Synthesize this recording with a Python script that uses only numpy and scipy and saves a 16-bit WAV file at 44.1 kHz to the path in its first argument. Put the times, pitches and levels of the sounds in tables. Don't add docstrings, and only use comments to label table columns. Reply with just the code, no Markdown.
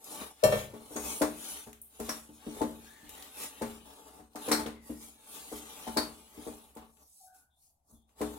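import sys
import numpy as np
from scipy import signal
from scipy.fft import rfft, irfft, next_fast_len
from scipy.io import wavfile
from scipy.ndimage import uniform_filter1d

SR = 44100
rng = np.random.default_rng(int(sys.argv[2]) if len(sys.argv) > 2 else 0)


def dump_mix(stems):
    frames = np.atleast_2d(stems).T
    limited = np.clip(frames, -1, 1)
    pcm = np.round(limited * 32767).astype(np.int16)
    wavfile.write(sys.argv[1], SR, pcm)


N = 369849

# frequency in Hz, relative level in dB.
ROOM_TONE_SPECTRUM = [(20, -2), (45, -18), (67, 7), (90, -4.5), (240, -13), (430, -27.5), (750, -5),
                      (1100, -22.5), (1600, -36), (5000, -35), (16000, -36.5)]
# fastest moment, time speeding up and time slowing down in seconds,
# then relative level, pressure on the crumbs and grip on the bare wall in dB.
HAND_STROKES = [(0.13, 0.11, 0.2, -43, -3, 1), (0.23, 0.085, 0.081, -49, 8.5, 11),
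                (0.56, 0.14, 0.13, -41.5, 5, -1.5), (0.78, 0.22, 0.42, -59, 3, 8),
                (1.09, 0.18, .22, -36.5, -4, -2.5), (1.52, 0.24, 0.16, -40.5, -1.5, -5),
                (2.1, 0.17, 0.19, -46.5, 0, -1), (2.36, 0.049, 0.042, -57, -10, -11),
                (2.61, 0.27, 0.17, -50, 3, 3.5), (2.87, 0.29, 0.23, -56.5, 3, 0),
                (3.17, 0.21, 0.3, -52.5, 4.5, 3), (3.435, 0.093, 0.09, -39, 1, -3.5),
                (3.7, 0.33, 0.15, -52.5, 5, 4.5), (3.9, 0.11, 0.21, -56, 1.5, 6.5),
                (4.13, 0.35, 0.17, -59, 0.5, 8), (4.48, 0.11, 0.19, -44.5, 2.5, 4),
                (4.89, 0.073, 0.19, -52.5, -5, -0.5), (5.04, 0.072, 0.12, -49.5, -5.5, -7),
                (5.36, .12, 0.18, -45, -1.5, -3.5), (5.58, 0.15, 0.059, -45.5, -3.5, -19),
                (5.85, 0.75, 0.49, -49.5, 2.5, 3), (6.45, .19, 0.3, -51.5, -1, 3),
                (6.8, 0.048, 0.12, -71, 12.5, 21.5), (7.009, .05, 0.092, -65.5, -4, 5.5),
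                (7.245, 0.39, 0.081, -57, -26, -24.5), (7.365, 0.044, 0.096, -61, -12, -8),
                (7.645, 0.089, 0.12, -64.5, -20, -19.5), (7.914, 0.058, 0.11, -63, -26, 0),
                (8.108, .04, 0.088, -74, -1, 6.5), (8.215, 0.043, 0.38, -50.5, 0.5, 6.5)]
# frequency in Hz, relative level in dB.
FLOUR_SPECTRUM = [(1500, -42), (3200, -25), (3900, -11.5), (5600, -7), (6600, -4), (8200, -4), (10400, 1),
                  (12500, -5), (15500, -9.5), (17000, -19.5)]
CRUMB_SPECTRUM = [(400, -28.5), (900, -22.5), (1200, -3.5), (1900, -6), (2500, -2), (3200, -1.5),
                  (3800, -1), (5000, -14)]
# resonance in Hz, width in Hz, relative level in dB.
WALL_RESONANCES = [(225, 19, -3.5), (293.4, 28, 5), (437.2, 100, 1.5), (613, 70, -1.5), (763, 40, 3),
                   (865, 18, 9), (1000, 150, -11.5), (1122, 40, 0.5)]
# start in seconds,
# the tick's lowest frequency in Hz, relative levels of clang and tick in dB.
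STEEL_TOUCHES = [(0.043, 5530, -90, -51), (1.73, 5850, -61.5, -57.5), (1.816, 8800, -93, -49),
                 (2, 5670, -68, -49), (3.093, 6000, -63, -51.5), (3.224, 3450, -59, -53),
                 (4.333, 3460, -83, -75), (4.662, 4030, -48.5, -62), (6.278, 3966, -73, -74),
                 (6.752, 7000, -76, -61), (6.97, 6070, -76, -75), (7.346, 6400, -90, -69),
                 (8.092, 6000, -81, -83)]
# low and high edge in Hz,
# clatter t60 in seconds, room tail level in dB, room t60 in seconds, modes over clatter in dB.
BLOW_BANDS = [(35, 160, .2, 0.5, 0.81, 2), (160, 350, .11, -9, 0.71, 9.5), (378, 950, .1, -6, 0.44, 5),
              (1010, 3600, .13, 10, .33, -5), (3660, 17500, .11, 2, .31, -9)]
# start in seconds, relative levels of the five bands in dB.
CUP_LANDINGS = [(0.437, -37.5, -39, -20.5, -37, -32.5), (0.523, -46.5, -41.5, -27.5, -39, -48.5)]
# frequency in Hz,
# relative level in dB, t60 in seconds.
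CUP_MODES = [(107, 0, .6), (134, -2, .5), (208, 0, .4), (410, -14, .35), (478, -3, .16), (530, -3, .18),
             (595, -1, .22), (621, 2.5, .32), (738, -15, .33), (958, -10, .14), (1167, -2, .26),
             (1555, -9, .33), (1792, 1, .4), (1835, -8, .3), (2272, -4, .4), (2713, -2, .36),
             (3182, -8, .38), (4021, -5, .22), (4330, -6, .19), (5518, 1, .21), (5590, -3, .16),
             (7200, -4, .17), (8970, 0, .13), (10900, -3, .12)]
BOWL_AND_COUNTER_MODES = [(65.5, -1.5, 1), (226.5, 2, 0.59), (242, 3.5, 0.26), (300.3, 4, 0.33),
                          (382, -22.5, 0.41), (420.5, -0.5, 0.43), (464.7, 5, 0.14), (535, 3.5, 0.25),
                          (626, 3.5, 0.31), (745, 3.5, 0.27), (875, 5.5, 0.23), (1020, 0, 0.28),
                          (1156, -4, 0.081), (1129, -9.5, 0.49), (1207, -4.5, 0.076), (1390, -9.5, 0.16),
                          (1720, -6.5, 0.22), (1980, -10.5, 0.32), (2330, -8, 0.2), (3590, -16, 0.5),
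                          (4460, -9.5, 0.19), (4470, -9, 0.31), (5070, -13, 0.18), (5324, -9.5, 0.14),
                          (5800, -9.5, 0.067), (6977, -34, .16), (8650, 0, 0.27), (9200, -6, 0.48),
                          (9500, -1, 0.24), (11510, -3, 0.21)]
# frequency in Hz, relative level in dB.
CUP_CLATTER = [(50, -3.5), (300, -2), (560, 9.5), (800, -10), (1150, -5), (2000, -19), (3200, -21),
               (6000, -12), (10000, -7), (15500, -12)]
BOWL_CLATTER = [(50, 2.5), (140, -4), (220, -3), (420, 4.5), (600, 2), (950, -2.5), (1400, -4),
                (2200, -11.5), (3000, -19.5), (4500, -10.5), (7000, -6.5), (10000, -5.5), (15500, -13)]
# start in seconds, strength in dB, hardness (treble over
# strength) in dB, flatness from 0 (on its edge) to 1 (whole base), favoured wall mode in Hz.
BOWL_LANDINGS = [(0.739, -47.5, -12.5, 0, 414), (0.914, -50.5, -13, 0.28, 422),
                 (0.963, -40, -4.5, 0.41, 400), (1.217, -27, -6.5, 0.25, 630),
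                 (1.672, -52.5, -8.5, 0.82, 406), (2.001, -40.5, -10.5, 0.96, 440),
                 (2.092, -43.5, 4, 0.4, 624), (2.296, -52, -26.5, 0.4, 885), (2.471, -38, -27, 0.32, 425),
                 (2.566, -49.5, -9, 0.81, 422), (2.616, -30, -15, 0.55, 435),
                 (3.035, -55.5, -36, 0.65, 879), (3.62, -35.5, -9, 0.81, 404),
                 (4.198, -56.5, -8.5, 0.77, 730), (4.357, -46, -2.5, 0, 785), (4.486, -36, -6, 0.4, 460),
                 (4.516, -31, 1.5, 0, 430), (4.594, -40, -4.5, 0.62, 879), (4.665, -41.5, -7.5, 0.47, 475),
                 (4.9, -37, -29, 0.48, 474), (5.523, -43.5, -10, 0.37, 427), (5.875, -40, -9, 0.26, 930),
                 (5.971, -31.5, -2, 0.39, 360), (6.381, -45.5, -29, 0.33, 444),
                 (6.472, -42, -15.5, 0.39, 466), (6.769, -50, -7.5, 0.4, 880), (7.929, -60.5, -36, 1, 622),
                 (8.214, -33.5, -10.5, 0.64, 427)]
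# start in seconds, pitch in Hz, relative level in dB.
EDGE_CLINKS = [(0.962, 6600, -44), (1.214, 1910, -51), (2.091, 5450, -41.5), (4.514, 2086, -41),
               (4.518, 4273, -34.5), (4.516, 5360, -36), (4.515, 8380, -35.5), (5.971, 4450, -33.5),
               (5.971, 5050, -45.5), (5.969, 5340, -46.5)]
# start and length in seconds, first, middle and last pitch in Hz,
# relative level in dB.
FAR_CALLS = [(2.842, 0.26, 1610, 1802, 1740, -56.5), (4.739, 0.26, 2150, 1920, 1865, -62.5),
             (7.194, 0.188, 773, 739, 744, -58), (7.26, 0.21, 1534, 1472, 1485, -65.5),
             (7.496, 0.094, 3600, 3520, 3780, -74.5), (7.93, 0.13, 3510, 3430, 3510, -75.5)]
# frequency in Hz, correlation.
MIC_CORRELATION = [(60, .9), (150, .94), (280, .85), (580, .78), (900, .15), (1400, 0), (16000, 0)]
# frequency in Hz, left over right in dB.
MIC_BALANCE = [(60, .5), (125, 1.7), (250, 3.2), (2000, 3.8), (8000, 2.8), (12500, -1)]

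LEAD_S = .008


def amp(db):
    return 10 ** (np.asarray(db) / 20)


def unit_rms(x):
    return x / np.sqrt(np.mean(x ** 2) + 1e-20)


def curve_at(points, hz):
    f, value = np.transpose(points)
    return np.interp(np.log(hz + 1), np.log(f + 1), value)


def add(mix, start_s, sound):
    part = mix[:, max(round(start_s * SR), 0):][:, :sound.shape[1]]
    part += sound[:, :part.shape[1]]


def decay(t, t60):
    return np.exp(-np.log(1000) * t / t60)


def band(x, low_hz, high_hz):
    return signal.sosfilt(signal.butter(4, [low_hz, high_hz], "band", fs=SR, output="sos"), x)


def mic_pair(x, spectrum=None):
    size = next_fast_len(x.shape[1])
    bins, hz = rfft(x, size), np.fft.rfftfreq(size, 1 / SR)
    alike = curve_at(MIC_CORRELATION, hz)
    bins[1] = alike * bins[0] + np.sqrt(1 - alike ** 2) * bins[1]
    colour = amp(curve_at(spectrum, hz)) if spectrum else 1
    return irfft(bins * colour, size)[:, :x.shape[1]]


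def room_tone():
    return amp(-79.5) * unit_rms(mic_pair(rng.standard_normal((2, N)), ROOM_TONE_SPECTRUM))


def stroke_levels():
    t, power = np.arange(0, N, 64) / SR, 1e-11
    scrape_db, drone_db, end_drop_db = -6.5, -5, 16.5
    for peak_s, rise_s, fall_s, level_db, pressure_db, grip_db in HAND_STROKES:
        from_peak = np.maximum((peak_s - t) / rise_s, (t - peak_s) / fall_s)
        drop_db = end_drop_db * from_peak ** 1.5
        layers_db = np.array([0, scrape_db + pressure_db, drone_db + grip_db])[:, None]
        power = power + amp(level_db + layers_db - drop_db) ** 2
    return [np.interp(np.arange(N) / SR, t, 10 * np.log10(layer)) for layer in power]


def rippled(x, ripple_db, step_hz=330):
    size = next_fast_len(x.shape[1])
    heights = np.interp(np.fft.rfftfreq(size, 1 / SR), step_hz * np.arange(128), rng.standard_normal(128))
    return irfft(rfft(x, size) * amp(ripple_db * heights), size)[:, :x.shape[1]]


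def sliding_grains(spectrum, slips_per_s, spread_db, smooth_db, ripple_db):
    slips = (rng.random(N) < slips_per_s / SR) * rng.choice([-1, 1], N)
    slips = slips * amp(spread_db * np.minimum(rng.exponential(1, N), 4))
    size, hop = 6144, 3072
    friction = np.pad(unit_rms(slips) + amp(smooth_db) * rng.standard_normal(N), (hop, size))
    t, out = np.arange(size) / SR, np.zeros((2, len(friction)))
    passing = np.sin(np.pi * np.arange(size) / size)
    fall = decay(t, 0.028) + amp(-16.5) * decay(t, 0.076)
    for start in range(0, N + hop, hop):
        scatter = unit_rms(rippled(rng.standard_normal((2, size)), ripple_db) * fall)
        patch = friction[start:start + size] * passing
        add(out, start / SR, signal.fftconvolve(patch[None], scatter, axes=1))
    return unit_rms(mic_pair(out[:, hop:hop + N], spectrum))


def rubbing():
    hiss_db, scrape_db, drone_db = stroke_levels()
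    catch = unit_rms(uniform_filter1d(uniform_filter1d(rng.standard_normal(N), 700), 500))
    flour = sliding_grains(FLOUR_SPECTRUM, slips_per_s=3500, spread_db=1.5, smooth_db=-2.5, ripple_db=2.5)
    crumbs = sliding_grains(CRUMB_SPECTRUM, slips_per_s=920, spread_db=0.5, smooth_db=0, ripple_db=0.34)
    hiss = flour * amp(hiss_db + .7 * catch)
    scrape = crumbs * amp(scrape_db + .6 * catch)
    drag = mic_pair(rng.standard_normal((2, N)))
    wall = sum(amp(db) * signal.lfilter(*signal.iirpeak(hz, hz / width, SR), drag)
               for hz, width, db in WALL_RESONANCES)
    drone = unit_rms(band(wall, 150, 1250)) * amp(drone_db + 1.6 * catch)
    sway = unit_rms(band(drag, 61, 73)) + amp(-15) * unit_rms(band(drag, 22, 180))
    rumble = unit_rms(sway) * amp(drone_db - 0.52 * np.maximum(drone_db + 67, 0))
    return amp(-1.41) * hiss + scrape + amp(-2) * drone + amp(-8) * rumble


def steel_ticks():
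    t, out = np.arange(SR // 4) / SR, np.zeros((2, N))
    for start_s, lowest_hz, clang_db, tick_db in STEEL_TOUCHES:
        snap = rng.standard_normal((2, len(t))) * (decay(t, 0.019) + amp(-8.5) * decay(t, 0.4))
        for level_db, low_hz, high_hz in [(clang_db, 1000, 4000), (tick_db, lowest_hz, 15000)]:
            part = band(snap, low_hz, high_hz)
            add(out, start_s, amp(level_db) * part / part[:, :SR // 32].std())
    return out


def ring(modes, t, spread_db):
    hz, db, t60 = np.transpose(modes)[:, :, None]
    strength, phase, side = rng.standard_normal((3, len(modes), 1))
    waves = amp(db + spread_db * strength) * decay(t, t60) * np.exp(2j * np.pi * (hz * t + phase))
    mic_phase = np.arccos(curve_at(MIC_CORRELATION, hz)) * np.sign(side)
    return np.array([waves.sum(0).real, (waves * np.exp(1j * mic_phase)).sum(0).real])


def steel_on_stone(levels_db, modes, clatter_spectrum, spread_db, lead_db, steel_db):
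    t = np.arange(SR * 3 // 4) / SR
    before_landing = np.arange(len(t)) < round(LEAD_S * SR)
    since_landing = np.maximum(t - LEAD_S, 0)
    tones = ring(modes, t, spread_db) * (1 + amp(-9.5) * decay(since_landing, 0.59))
    noise = mic_pair(rng.standard_normal((2, len(t))), clatter_spectrum)
    crack = amp(-12.5) * decay(since_landing, 0.0061)
    out = np.zeros_like(tones)
    for level_db, (low_hz, high_hz, clatter_t60, tail_db, room_t60, modes_db) in zip(levels_db, BLOW_BANDS):
        contact = np.where(before_landing, amp(lead_db) * (low_hz < 700), 1)
        fall = crack + decay(since_landing, clatter_t60) + amp(tail_db) * decay(since_landing, room_t60)
        clatter = unit_rms(band(noise * fall * contact, low_hz, high_hz))
        ringing = unit_rms(band(tones * contact, low_hz, high_hz))
        part = clatter + amp(modes_db + steel_db * (low_hz > 700)) * ringing
        out += amp(level_db) * part / part[:, :SR // 16].std()
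    return out


def cup_set_down():
    out = np.zeros((2, N))
    for start_s, *levels_db in CUP_LANDINGS:
        blow = steel_on_stone(levels_db, CUP_MODES, CUP_CLATTER, spread_db=1, lead_db=-12, steel_db=8)
        add(out, start_s - LEAD_S, blow)
    return out


def knock_levels(strength_db, hardness_db, flatness):
    thump_db = -34.5 + 0.58 * strength_db + 10 * flatness
    cushioned_db = -15.5
    body_db = strength_db + 0.92 * min(hardness_db - cushioned_db, 0)
    return thump_db, strength_db, body_db, strength_db + hardness_db, strength_db + 1.22 * hardness_db


def bowl_knocks():
    edge_hz, base_hz, favour_db = 301, 228, 10
    out = np.zeros((2, N))
    for start_s, strength_db, hardness_db, flatness, wall_hz in BOWL_LANDINGS:
        favoured = [(edge_hz, 1 - flatness), (base_hz, flatness), (wall_hz, 1)]
        modes = []
        for hz, db, t60 in BOWL_AND_COUNTER_MODES:
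            nearness = max(share * np.exp(-(np.log(hz / f) / .13) ** 2) for f, share in favoured)
            modes.append((hz, db + favour_db * nearness, t60))
        levels_db = knock_levels(strength_db, hardness_db, flatness)
        blow = steel_on_stone(levels_db, modes, BOWL_CLATTER, spread_db=3, lead_db=-3.5, steel_db=-0.5)
        add(out, start_s - LEAD_S, blow)
    return amp(-3.5) * out


def edge_clinks():
    t, out = np.arange(SR // 2) / SR, np.zeros((2, N))
    for start_s, hz, level_db in EDGE_CLINKS:
        t60 = 0.25 * (hz / 5000) ** -.2
        neighbours = [(hz + offset_hz, -5, t60) for offset_hz in 190 * rng.standard_normal(14)]
        clink = ring([(hz, 0, t60)] + neighbours, t, spread_db=2.5)
        add(out, start_s, amp(level_db) * clink / clink[:, :SR // 16].std())
    return amp(-1.3) * out


def distant(x, t60, wet_db):
    t = np.arange(SR // 2) / SR
    tail = mic_pair(rng.standard_normal((2, len(t)))) * decay(t, t60) * (t > .002)
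    return x + amp(wet_db) * signal.fftconvolve(x, tail / np.linalg.norm(tail[0]), axes=1)[:, :N]


def far_birds():
    rise_s, fade_db = 0.023, -7.5
    out = np.zeros((2, N))
    for start_s, length_s, *pitches_hz, level_db in FAR_CALLS:
        t = np.arange(0, length_s, 1 / SR)
        waver = 1 + .032 * unit_rms(uniform_filter1d(rng.standard_normal(SR), 120))[:len(t)]
        hz = np.interp(t / length_s, [0, .5, 1], pitches_hz) * waver
        swell = np.minimum(t / rise_s, 1) * amp(level_db + fade_db * t / length_s)
        call = swell * signal.windows.tukey(len(t), .15) * np.sin(2 * np.pi * np.cumsum(hz) / SR)
        add(out, start_s, call[None])
    return amp(-5) * distant(out, t60=.25, wet_db=4)


def scene():
    return (room_tone() + rubbing() + steel_ticks() + cup_set_down() + bowl_knocks() + edge_clinks()
            + far_birds())


def record(dry):
    size, cutoff_hz = next_fast_len(N), 16150
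    tilt_db = curve_at(MIC_BALANCE, np.fft.rfftfreq(size, 1 / SR)) / 2
    heard = irfft(rfft(dry, size) * amp([tilt_db, -tilt_db]), size)[:, :N]
    lowpass = signal.firwin(401, cutoff_hz, window=("kaiser", 9), fs=SR)
    return signal.oaconvolve(heard, lowpass[None], "same")


dry = scene()
out = record(dry)
dump_mix(out)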